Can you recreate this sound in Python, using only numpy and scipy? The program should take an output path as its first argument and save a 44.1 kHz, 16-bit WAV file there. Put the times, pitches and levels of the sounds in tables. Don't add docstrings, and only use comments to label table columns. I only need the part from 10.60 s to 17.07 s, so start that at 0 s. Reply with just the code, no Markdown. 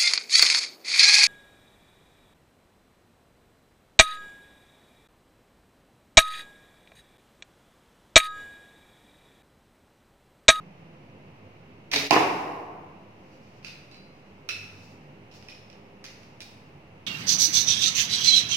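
import sys
import numpy as np
from scipy import signal
from scipy.fft import rfft, irfft, next_fast_len
from scipy.io import wavfile
from scipy.ndimage import uniform_filter1d

SR = 44100
rng = np.random.default_rng(int(sys.argv[2]) if len(sys.argv) > 2 else 0)


def rack_gain(trim_db):
    fader = np.asarray(trim_db, float)
    return 10 ** (fader / 20)


def store_pcm(level_fs):
    pcm = np.round(np.clip(level_fs, -1, 1) * 32767).astype(np.int16)
    wavfile.write(sys.argv[1], SR, np.atleast_2d(pcm).T)


N = 285150
TIME = np.arange(N) / SR
PORT_LAG = 10

# time in seconds, peak in dB, left minus right in dB, echo in dB.
CRACK = [
    (1.508, -6.5, -15, -0.5),
]
# frequency in Hz, level in dB per Hz.
SHAFT_COLOUR = [(300, -28), (450, -17), (900, -37), (1400, -14), (1900, -17.5), (2600, -1.5), (3300, -16.5),
                (4000, -10.5), (4600, -13), (5400, -11.5), (6300, -19), (7000, -27.5), (12000, -35),
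                (16000, -39)]


def bow_string(room):
    # time in seconds, peak in dB, left minus right in dB, echo in dB, ring in dB.
    slaps = [
        (1.3141, -27, -2, -4, -8),
        (1.316, -18, -8.5, -3, -10),
        (1.326, -22, 0, 1.5, 1),
        (1.3329, -14.5, 9, -1.5, -7),
        (1.3364, -8, -7, -6, -3),
        (1.3605, -5.5, -0.5, -7.5, 3),
    ]
    # frequency in Hz, level in dB per Hz.
    string_colour = [(40, -38), (70, -28), (136, -11.5), (217, -29), (280, -12), (430, -18.5), (620, -11),
                     (1400, -17.5), (2300, -3), (3200, -11.5), (4000, -6.5), (5900, -11.5), (7750, -27.5),
                     (16000, -31.5)]
    # frequency in Hz, level in dB, T60 in seconds.
    limb_modes = [(278.6, -4.5, 0.18), (429, -8, 0.24), (2150, -9, 0.033), (3850, -0.5, 0.11),
                  (5060, -8, .08), (5900, -11, .06)]
    return hits(room, slaps, 0.0028, string_colour, 9.03, 0.0028, limb_modes, -34.5)


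def point_crack(room):
    # frequency in Hz, level in dB per Hz.
    crack_colour = [(180, -29.5), (300, -1), (528, -26), (713, 3.5), (1030, -12), (1610, -30),
                    (1690, -13.5), (2610, -3), (3400, -20.5), (5160, -12.5), (8220, -31), (11100, -32.5),
                    (16000, -38)]
    # frequency in Hz, level in dB, T60 in seconds.
    point_modes = [(2470, -1, 0.027), (2810, -1.5, 0.028)]
    return rack_gain(9.5) * hits(room, CRACK, 0.0039, crack_colour, 6.64, 0.013, point_modes, -30.5)


def foam_boom(room):
    # time in seconds, peak in dB, left minus right in dB, echo in dB.
    booms = [
        (1.5099, -9.5, 4, 3),
        (1.541, -11.5, -5, -4),
        (1.5628, -2, 0, -7),
        (1.617, -15.5, -7, -4),
    ]
    # frequency in Hz, level in dB per Hz.
    boom_colour = [(24, -61), (40, -39), (125, -12.5), (148, -6), (235, -13), (308, 1.5), (381, -3.5),
                   (499, -1.5), (539, -9), (720, 0), (1060, 1.5), (1310, -9.5), (2470, -13.5), (3430, -20),
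                   (4000, -19), (5200, -74), (8800, -120)]
    return rack_gain(7) * hits(room, booms, 0.0086, boom_colour, 9.48, 0.0093)


def stand_clink(room):
    # time in seconds, peak in dB, left minus right in dB, echo in dB, ring in dB.
    knocks = [
        (3.028, -46, -7, 5, -6),
        (3.0466, -27.5, -10.5, 1, 2),
        (3.065, -40, 2, 2, -12),
    ]
    brushes = [
        (3.3132, -38, -9, -5, -0.5),
        (3.3442, -41.5, -9, -3, 0.5),
    ]
    # frequency in Hz, level in dB, T60 in seconds.
    stand_modes = [(2191, -6, .1), (2536, 1, .16), (3618, -3, .1), (4145, -8, .3), (4753, 2, .14),
                   (5410, -7, .12), (6115, -10, .08)]
    brush_modes = [(4143, 1, .4), (4748, 2, .22), (4840, -3, .25), (8613, -24, .2)]
    rattle_s = 0.0026
    return (hits(room, knocks, rattle_s, SHAFT_COLOUR, 6.6, 0.0097, stand_modes, -35.5)
            + hits(room, brushes, rattle_s, SHAFT_COLOUR, 8.2, 0.0042, brush_modes, -31.5))


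def bow_knock(room):
    # time in seconds, peak in dB, left minus right in dB, echo in dB, ring in dB.
    strikes = [
        (3.8888, -18.5, -10.5, 0, 6.5),
        (3.9003, -24, -2, 0.5, -0.5),
    ]
    # frequency in Hz, level in dB, T60 in seconds.
    knock_modes = [(1370, -6, .08), (2579, -3, .22), (2624, 1, .3), (3655, -6, .08), (4086, -5, .2),
                   (5380, 12, .012), (5230, -6, .03), (5722, -6, .05), (9180, -16, .04), (10410, -26, .15)]
    return hits(room, strikes, 0.005, SHAFT_COLOUR, 6.1, 0.0018, knock_modes, -36)


def grip_taps(room):
    # time in seconds, peak in dB, left minus right in dB, echo in dB, ring in dB.
    taps = [
        (4.7137, -42, -7, -1, -13),
        (4.826, -42, -10, -4, -12),
        (4.885, -32, -8, -4.5, -1.5),
        (4.895, -43, -8, -11, 1),
        (4.9145, -42, -1, -8, 0),
        (5.1004, -37, -12, -11, -15),
        (5.129, -46, -13, -10, -4),
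    ]
    # frequency in Hz, level in dB per Hz.
    tap_colour = [(880, -39), (1500, -16), (2210, -10), (2510, -3), (3380, -8.5), (4870, -9), (5330, -6),
                  (7920, -28.5), (9370, -28), (16000, -36)]
    # frequency in Hz, level in dB, T60 in seconds.
    tap_modes = [(2000, -6, .06), (2525, 2, .07), (3063, -7, .08), (5330, 6, .016), (9170, -20, .04)]
    return hits(room, taps, 0.0016, tap_colour, 10.4, 0.0087, tap_modes, -24.5)


def nock_click(room):
    # time in seconds, peak in dB, left minus right in dB, echo in dB.
    snaps = [
        (5.441, -26, -5, -4.5),
        (5.454, -29.5, 1, -5),
        (5.6321, -42.5, -9, -5),
    ]
    seatings = [
        (5.805, -25.5, -6.5, -5.5, 2),
        (5.8200, -27.5, -8, -12, -10),
    ]
    # frequency in Hz, level in dB per Hz.
    snap_colour = [(700, -20), (1100, -12), (1600, -6), (2300, 1.5), (3330, -5.5), (5000, -0.5), (6300, -5),
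                   (7470, -20), (13700, -25.5), (16000, -28)]
    seat_colour = [(760, -51), (1300, -15), (1980, -7.5), (2150, -7), (2420, 1), (3010, -6), (3790, -3),
                   (5310, -1), (7050, -15), (13800, -25), (16000, -21)]
    # frequency in Hz, level in dB, T60 in seconds.
    nock_modes = [(2400, 0, .08), (3850, 0, .06)]
    return (hits(room, snaps, 0.0017, snap_colour, 7.2, 0.0038)
            + hits(room, seatings, 0.0015, seat_colour, 6.7, 0.0039, nock_modes, -32.5))


def hits(room, events, rattle_s, colour, wet_db, rise_s, modes=(), ring_db=-30):
    out = np.zeros((2, 2 * N))
    t = np.arange(2048) / SR
    body = np.pad(causal(colour), (0, SR // 2 - 1024))
    rung = rack_gain(ring_db) * ring(modes)
    for start_s, db, pan_db, echo_db, *ring_column in events:
        mode_gain = rack_gain(sum(ring_column))
        spikes = rng.standard_normal(2048) * rack_gain(3.8 * rng.standard_normal(2048))
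        burst = spikes * np.exp(-t / rattle_s)
        near = signal.fftconvolve(burst / 3, body)[:len(body)] + 4 * mode_gain * rung
        radiated = 4 * body + 2.57 * mode_gain * rung
        far = signal.fftconvolve(radiated[None], echo(room, rise_s), axes=1)
        k = int(start_s * SR)
        left = k + PORT_LAG // 2
        out[:, k:k + far.shape[1]] += rack_gain(db + echo_db + wet_db) * far
        out[0, left:left + len(near)] += rack_gain(db + pan_db / 2) * near
        out[1, k:k + len(near)] += rack_gain(db - pan_db / 2) * near
    return out[:, :N]


def ring(modes):
    t = np.arange(SR // 2) / SR
    out = np.zeros(len(t))
    for hz, db, t60 in modes:
        detune, phase = rng.standard_normal(2)
        twin = 0.36 * np.sin(2 * np.pi * hz * (1 + 0.011 * detune) * t + phase)
        decay = rack_gain(db - 60 * t / np.clip(t60, .008, .9))
        out += decay * (np.sin(2 * np.pi * hz * t) + twin)
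    return out * (1 - np.exp(-t / 0.00071))


def causal(colour, size=2048):
    cepstrum = irfft(np.log(rack_gain(on_log(colour, np.fft.rfftfreq(size, 1 / SR)))))
    cepstrum[1:size // 2] *= 2
    cepstrum[size // 2 + 1:] = 0
    response = irfft(np.exp(rfft(cepstrum)))[:size // 2]
    return response / np.sqrt(np.sum(response ** 2))


def on_log(table, hz):
    f, v = np.transpose(table)
    return np.interp(np.log(np.maximum(hz, 1)), np.log(f), v)


def hall():
    # frequency in Hz, T60 in seconds.
    hall_t60 = [(80, 1.52), (250, 1.25), (700, 1.294), (1500, 1.12), (3000, 0.83), (6000, 0.74),
                (12000, 0.92)]
    size = 2 ** 16
    t = np.arange(size) / SR
    hz, noise = ports(size)
    centres = 40 * 2 ** np.arange(0, 9.5, .5)[:, None]
    octaves_off = np.log2(np.maximum(hz, 1) / centres)
    bands = np.cos(np.pi * np.clip(octaves_off, -.5, .5)) ** 2
    return irfft(noise[:, None] * bands), rack_gain(-60 * t / on_log(hall_t60, centres))


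def echo(room, rise_s):
    bands, fade = room
    t = np.arange(fade.shape[1]) / SR
    stretch = np.roll(bands, rng.integers(len(t)), axis=2)
    tail = np.einsum("cbt,bt->ct", stretch, fade)
    # left 2 dB, right 6 dB
    early_db = np.array([[2], [6]]) * np.exp(-t / 0.052)
    spikes = np.repeat(rng.standard_normal(len(t) // 64), 64) * np.exp(-t / 0.051)
    grain_db = 4.5 * uniform_filter1d(spikes, size=32)
    tail *= (1 - np.exp(-t / rise_s)) * rack_gain(early_db + grain_db)
    return tail / np.sqrt(np.sum(tail ** 2) / 2)


def ports(size):
    # frequency in Hz, left-right likeness from 0 to 1.
    likeness = [(30, 0.5), (70, 1), (130, 0.99), (250, 1), (500, 0.82), (1000, 0.12), (16000, .0)]
    hz = np.fft.rfftfreq(size, 1 / SR)
    like = np.clip(on_log(likeness, hz), 0, 1)
    mid, side = rfft(rng.standard_normal((2, size)))
    shared = np.sqrt(1 + like) * mid
    apart = np.sqrt(1 - like) * side
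    return hz, np.array([shared + apart, shared - apart]) / np.sqrt(2)


def rustle():
    # loudest from in seconds, hold in seconds, level in dB, swell in dB per second.
    moves = [
        (2.766, 0.21, -68.5, 60),
        (3.533, 0.23, -74.5, 300),
        (4.252, .01, -58, 102),
        (4.754, .01, -58, 500),
        (5.61, .005, -68, 300),
    ]
    level = sum(rack_gain(swell(*row, 95)) for row in moves)
    flutter = rack_gain(2 * walk(27))
    hiss = hump(5000, 1330) + rack_gain(-15) * hump(14000, 5000)
    return uniform_filter1d(level, 900) * flutter * hiss


def ventilation():
    # frequency in Hz, level in dB per Hz.
    air_colour = [(14, -28), (22, -36), (40, -16.5), (70, -10), (150, -3.5), (420, -9.5), (870, -12.5),
                  (1530, -21.5), (2750, -17.5), (3340, -30), (6000, -36.5), (7500, -45), (13000, -48.5),
                  (16000, -51)]
    # frequency in Hz, width in Hz, level in dB.
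    fans = [(103.6, 23, -62), (146.5, 14.4, -62), (197.3, 11, -62.5), (249, 23, -66.5), (327.3, 20, -70),
            (402, 2, -66), (520, 25, -67.5), (2150, 200, -72.5), (2900, 140, -81)]
    # loudest from in seconds, hold in seconds, pitch in Hz, level in dB, fade in dB per second.
    motor = [
        (0, .3, 166, -51, 130),
        (4.0, .6, 103.2, -54, 58),
        (6.4, .1, 104, -65, 60),
    ]
    hz, noise = ports(next_fast_len(N, True))
    air = unit(irfft(noise * rack_gain(on_log(air_colour, hz)))[:, :N])
    out = rack_gain(-51.5 + 0.5 * walk(1.85)) * air
    for f, width, db in fans:
        out += rack_gain(db + 2.7 * walk(2.99)) * hump(f, width / 2)
    turn = 2 * np.pi * np.cumsum(1 + 0.02523 * walk(14)) / SR
    motor_sway = rack_gain(1.8 * walk(7.5))
    for start_s, hold_s, f, db, fade in motor:
        out += motor_sway * rack_gain(swell(start_s, hold_s, db, 31, fade)) * np.sin(f * turn)
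    return np.array([rack_gain(-1.22) * np.roll(out[0], PORT_LAG), out[1]])


def hump(centre_hz, width_hz):
    hz, noise = ports(next_fast_len(N, True))
    return unit(irfft(noise / (1 + ((hz - centre_hz) / width_hz) ** 2))[:, :N])


def unit(x):
    return x / np.sqrt(np.mean(x ** 2))


def walk(rate):
    k = int(SR / rate)
    steps = np.repeat(rng.standard_normal(N // k + 1), k)
    return uniform_filter1d(uniform_filter1d(steps, k), k)[:N]


def swell(start_s, hold_s, db, rise_db_s, fall_db_s):
    before_s = np.maximum(start_s - TIME, 0)
    after_s = np.maximum(TIME - start_s - hold_s, 0)
    return db - rise_db_s * before_s - fall_db_s * after_s


def scene():
    room = hall()
    shot = bow_string(room) + point_crack(room) + foam_boom(room)
    loading = stand_clink(room) + bow_knock(room) + grip_taps(room) + nock_click(room)
    return shot + loading + rustle() + ventilation()


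def low_pass(x):
    return signal.sosfilt(signal.butter(12, 16800, fs=SR, output="sos"), x)


def record(dry):
    rest_db, duck_db, ahead_s, hold_s = -0.51, 6.5, 0.021, 0.29
    grab_db_s, free_db_s = 400, 14.5
    grip_db = swell(CRACK[0][0] - ahead_s, hold_s, duck_db, grab_db_s, free_db_s)
    ducked = dry * rack_gain(rest_db - np.maximum(grip_db, 0))
    top_edge = signal.cheby2(12, 30, 16300, fs=SR, output="sos")
    return low_pass(signal.sosfilt(top_edge, ducked) + .001)


dry = scene()
out = record(dry)
store_pcm(out)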